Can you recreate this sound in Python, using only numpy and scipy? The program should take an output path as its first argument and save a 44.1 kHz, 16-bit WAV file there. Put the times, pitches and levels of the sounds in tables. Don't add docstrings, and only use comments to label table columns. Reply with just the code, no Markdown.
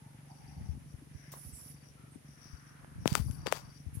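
import sys
import numpy as np
from scipy import signal
from scipy.fft import rfft, irfft
from scipy.io import wavfile

SR = 44100
rng = np.random.default_rng(int(sys.argv[2]) if len(sys.argv) > 2 else 0)


def bounce(signal):
    frames = np.transpose(np.atleast_2d(signal))
    limited = np.clip(frames, -1, 1)
    pcm = np.round(limited * 32767).astype(np.int16)
    wavfile.write(sys.argv[1], SR, pcm)


N = 176400
T = np.arange(N) / SR
RUB_ATTACK_S, RUB_RELEASE_S = 0.0033, 0.025


def from_db(db):
    return 10 ** (np.asarray(db) / 20)


def rms_one(x):
    return x / np.sqrt(np.mean(x ** 2) + 1e-20)


def pan(db):
    return from_db([[min(db, 0)], [min(-db, 0)]])


def butter(x, order, hz, kind="low"):
    return signal.sosfilt(signal.butter(order, hz, kind, fs=SR, output="sos"), x)


def noise(colour):
    hz, db = np.transpose(colour)
    bins_hz = np.arange(N // 2 + 1) * SR / N
    gain = from_db(np.interp(np.log(bins_hz + 1), np.log(hz), db))
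    return rms_one(irfft(rfft(rng.standard_normal((2, N))) * gain, N))


def drift(hz):
    return rms_one(butter(rng.standard_normal(N), 2, hz))


def narrow_noise(hz, width_hz):
    phase = 2 * np.pi * hz * T
    return drift(width_hz / 2) * np.cos(phase) + drift(width_hz / 2) * np.sin(phase)


def ring(start, hz, t60, wave=np.sin):
    age = np.maximum(T - start, 0)
    return (T >= start) * wave(2 * np.pi * hz * age) * from_db(-np.minimum(60 * age / t60, 200))


def envelope(start, length, attack_s, release_s):
    return np.clip((T - start) / attack_s, 0, 1) * np.exp(-np.maximum(T - start - length, 0) / release_s)


def engine():
    # pitch_hz, level_db, t60_s
    exhaust = [(77.6, -12, 0.081), (116.5, -10.5, 0.097), (143.8, -7.5, 0.17), (221.3, -16, 0.073),
               (264, -19, 0.083)]
    firing_hz, first_firing_s, jitter_s, spread_db = 23.8, 0.018, 0.00034, 4.1
    puff_s, puff_noise_hz, roughness = 0.024, 400, 0.77
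    beats = np.arange(first_firing_s, T[-1], 1 / firing_hz)
    onsets = ((beats + jitter_s * rng.standard_normal(len(beats))) * SR).astype(int)
    fade = np.exp(-1 / (puff_s * SR))
    throb = 0
    for hz, db, t60 in exhaust:
        pushes = np.zeros(N)
        pushes[onsets] = from_db(db + spread_db * rng.standard_normal(len(onsets)))
        gas = np.array([drift(puff_noise_hz), drift(puff_noise_hz)])
        puffs = signal.lfilter([1 - fade], [1, -fade], pushes) * gas
        throb += signal.fftconvolve(pushes + roughness * puffs, [ring(0, hz, t60, np.cos)])[:, :N]
    muffled = butter(throb, 4, [57.6, 279], "band")
    return from_db(-44) * pan(0.5) * muffled


def insects():
    # start_s, length_s, level_db
    buzzes = [(0.26, 0.44, -68), (0.865, .025, -65), (1.118, 0.62, -63.5), (1.821, 0.01, -57.5),
              (2.233, 0.46, -66.5), (2.4, 0.066, -60.5), (2.983, 0.81, -63.5)]
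    # freq_hz, relative_db
    colour = [(3800, -14.5), (4500, -15), (4950, -1), (5300, 1.5), (5800, 7), (6050, 3.5), (6400, -64),
              (8000, -21)]
    # start_s, length_s, level_db
    trills = [(0.296, 0.4, -69), (1.375, 0.48, -69.5), (2.4, 0.19, -69), (3.084, 0.117, -49),
              (3.211, 0.57, -63), (3.464, 0.023, -43), (3.546, 0.027, -49)]
    trill_hz, pulses_per_s, flutter_db = 4670, 19, 2.5
    phrases = sum(from_db(db) * envelope(start, length, attack_s=0.038, release_s=0.053)
                  for start, length, db in buzzes)
    buzz = phrases * from_db(flutter_db * drift(hz=51)) * noise(colour)
    pulses = 0
    for start, length, db in trills:
        tremolo = np.abs(np.sin(np.pi * pulses_per_s * (T - start)))
        pulses += from_db(db) * envelope(start, length, attack_s=0.006, release_s=0.0072) * tremolo
    trill = pulses * narrow_noise(trill_hz, width_hz=175)
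    return pan(20) * buzz + pan(20.5) * trill


def buffeting():
    # start_s, pitch_hz, level_db, t60_s, pan_db
    hits = [(0.575, 79, -28.5, 0.044, -7), (.688, 76, -19.5, 0.14, 37), (.775, 120, -26.5, 0.027, 8),
            (0.939, 89, -24.5, 0.027, 14), (1.02, 292, -41.5, 0.059, 1.5), (1.148, 80, -24.5, 0.036, -36),
            (1.462, 75.6, -31, 0.083, -35), (1.524, 71.6, -33, 0.091, -33), (2.157, 277, -30, 0.023, 26),
            (2.531, 68, -27.5, 0.068, 26), (2.989, 90, -29, 0.056, -16), (3.119, 145, -12, 0.038, -37),
            (3.201, 72, -18, 0.15, 21), (3.26, 124.6, -24, 0.15, 19), (3.299, 103, -17.5, 0.035, 29),
            (3.864, 76, -21.5, 0.073, 28), (3.97, 102, -18.5, 0.037, 33.5)]
    # time_s, level_db
    breeze = [(0, -112), (.4, -59), (.62, -43), (.85, -53.5), (1.3, -69.5), (2.7, -66.5), (3.0, -46),
              (3.25, -35), (3.45, -43), (3.6, -53.5), (3.8, -62), (4, -43.5)]
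    # freq_hz, relative_db
    colour = [(20, 1.5), (60, 5.5), (140, 3), (260, -11.5), (480, -33), (1200, -35), (4000, -76)]
    thump_band_hz, flutter_db = [40, 350], 5
    thumps = sum(from_db(db) * pan(pan_db) * ring(start, hz, t60) for start, hz, db, t60, pan_db in hits)
    gusts = from_db(np.interp(T, *np.transpose(breeze)))
    rumble = gusts * from_db(flutter_db * drift(hz=44)) * pan(5.5) * noise(colour)
    return butter(thumps, 2, thump_band_hz, "band") + rumble


def clicks():
    # start_s, body_hz, body_db, body_t60_s, snap_hz, snap_db,
    # crack_db, second_snap_relative_db, low_cut_hz, pan_db
    contacts = [(1.3378, 1130, -39.5, 0.012, 573, -29.5, -70, -8, 350, -3.5),
                (2.846, 725, -32.5, 0.0046, 1620, -30.5, -65, -14, 300, -27),
                (3.0576, 221, -3, 0.0082, 830, -1, -46, -30, 105, 33),
                (3.077, 400, -34, 0.0018, 3840, 2, -8.5, -5.5, 140, 44),
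                (3.1297, 900, -41, 0.003, 4540, -20, -18, -10, 400, 30),
                (3.153, 1300, -7.5, 0.0067, 2580, -39, -0.5, -37, 257, 28),
                (3.312, 1420, -46, 0.0094, 5600, -44, -26, -22, 600, 25),
                (3.4624, 520, -22.5, 0.024, 910, -29, -60, -14, 260, 39),
                (3.469, 875, -25.5, 0.0086, 2870, -2.5, -42, -28, 200, 36),
                (3.475, 410, -20.5, 0.011, 1490, -28, -40, -14, 150, 27),
                (3.5248, 563, -6, 0.0082, 1890, 1, -6, -12.5, 448, 28)]
    snap_cycles, second_snap_s, crack_hz, crack_t60_s = 1.47, 0.00035, 8200, 0.00063
    overtone_ratio, overtone_db = 1.6, -5
    out = 0
    for start, body_hz, body_db, t60, snap_hz, snap_db, crack_db, second_db, low_hz, pan_db in contacts:
        snap = from_db(snap_db) * ring(start, snap_hz, snap_cycles / snap_hz)
        snap += from_db(crack_db) * ring(start, crack_hz, crack_t60_s)
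        double_snap = snap + from_db(second_db) * np.roll(snap, round(second_snap_s * SR))
        overtone = from_db(overtone_db) * ring(start, overtone_ratio * body_hz, t60 / 2)
        body = from_db(body_db) * (ring(start, body_hz, t60) + overtone)
        out += pan(pan_db) * butter(double_snap - body, 4, low_hz, "high")
    return out


def leaf_rub():
    # start_s, length_s, level_db, high_cut_hz, pan_db
    strokes = [(1.322, 0.0074, -53.5, 12000, 13), (3.054, 0.091, -43.5, 13800, 26),
               (3.147, 0.027, -38.5, 16400, 20), (3.458, 0.015, -36.5, 3880, 23),
               (3.512, 0.063, -41.5, 8500, 19)]
    # freq_hz, relative_db
    colour = [(150, -10), (400, 2), (900, 6), (1500, 1.5), (2500, -3), (4000, -3), (5400, -1.5), (7500, -4),
              (10500, -5), (13000, -5), (16000, -5)]
    grain_db = 3
    friction = from_db(grain_db * drift(hz=530)) * noise(colour)
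    out = 0
    for start, length, db, high_cut_hz, pan_db in strokes:
        pressure = envelope(start, length, RUB_ATTACK_S, RUB_RELEASE_S)
        out += from_db(db) * pan(pan_db) * pressure * butter(friction, 1, high_cut_hz)
    return out


def scuff():
    # start_s, length_s, level_db, pan_db
    strokes = [(1.316, 0.0056, -46, -0.5)]
    bright = rms_one(butter(rng.standard_normal((2, N)), 1, hz=7000, kind="high"))
    return bright * sum(from_db(db) * pan(pan_db) * envelope(start, length, RUB_ATTACK_S, RUB_RELEASE_S)
                        for start, length, db, pan_db in strokes)


def sizzles():
    # start_s, length_s, level_db, pan_db
    bursts = [(1.346, 0.15, -50.5, -8.5), (1.532, 0.18, -51, -8), (3.187, 0.17, -54.5, 16),
              (3.934, 0.016, -45.5, -19)]
    # freq_hz, relative_db
    colour = [(3000, -22), (6500, -12), (8000, -5.5), (9100, -20), (9600, 10), (10500, 6), (11800, 1),
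              (12600, -9), (15000, -8), (16000, -36)]
    gain = sum(from_db(db) * pan(pan_db) * envelope(start, length, attack_s=0.02, release_s=0.029)
               for start, length, db, pan_db in bursts)
    return gain * noise(colour)


def chirp():
    # start_s, length_s, start_hz, end_hz, level_db
    glides = [(1.52, 0.18, 8300, 7370, -55.5)]
    hoarseness_hz, attack_fraction = 270, 0.078
    out = 0
    for start, length, start_hz, end_hz, db in glides:
        progress = np.clip((T - start) / length, 0, 1)
        rise = np.minimum(progress / attack_fraction, 1)
        fall = (1 - progress) ** 2
        tone = np.sin(2 * np.pi * np.cumsum(end_hz + (start_hz - end_hz) * fall) / SR)
        rasp = np.array([drift(hoarseness_hz), drift(hoarseness_hz)])
        out += 2 * from_db(db) * rise * fall * tone * rasp
    return out


def outdoor_air():
    # freq_hz, relative_db
    colour = [(25, -21), (60, 10.5), (150, -1.5), (300, -1.5), (500, -4.5), (900, -8.5), (1300, -10),
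              (2000, -8), (3000, -14.5), (4000, -17.5), (6000, -15), (7500, -20), (10000, -23.5),
              (13000, -22), (16000, -49)]
    flicker_db = 2.5
    top, flickering = noise(colour), 0
    for crossover_hz in (400, 800, 1600, 3200):
        band = signal.sosfiltfilt(signal.butter(4, crossover_hz, fs=SR, output="sos"), top)
        top = top - band
        flickering += band * from_db(flicker_db * drift(hz=16.5))
    return from_db(-61.5) * pan(4) * (flickering + top)


def distant_swells():
    # start_s, length_s, centre_hz, width_hz, level_db, pan_db
    swells = [(-.1, 0.32, 866, 89, -66.5, 2), (0.193, 0.62, 814.6, 151, -62.5, -5.5),
              (0.287, 0.061, 812, 156, -54.5, -6.5), (1.117, 0.29, 1880, 635, -63.5, 4),
              (1.311, 0.088, 890, 955, -57.5, 0.5), (1.91, 0.26, 1318, 180, -68, 15),
              (2.1, 0.073, 8900, 800, -62.5, -16), (2.204, 1, 1444, 780, -63, 1.5),
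              (3.27, 0.52, 1120, 825, -58, 4)]
    out = 0
    for start, length, hz, width_hz, db, pan_db in swells:
        band = np.array([narrow_noise(hz, width_hz), narrow_noise(hz, width_hz)])
        arch = np.sin(np.pi * np.clip((T - start) / length, 0, 1))
        out += from_db(db) * pan(pan_db) * arch * band
    return out


def microphone_hiss():
    # freq_hz, relative_db
    colour = [(3000, -2.5), (7000, -26), (8800, 1.5), (9800, 6), (11000, 4), (12500, -11.5), (16000, -25)]
    return from_db(-66) * pan(-16.5) * noise(colour)


def scene():
    garden = engine() + outdoor_air() + microphone_hiss() + distant_swells()
    garden += insects() + sizzles() + chirp()
    return garden + buffeting() + clicks() + leaf_rub() + scuff()


def record(dry):
    low_cut_hz, high_cut_hz = 63, 16200
    lean = butter(dry, 2, low_cut_hz, "high")
    return signal.sosfilt(signal.ellip(10, .1, 70, high_cut_hz, fs=SR, output="sos"), lean)


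dry = scene()
out = record(dry)
bounce(out)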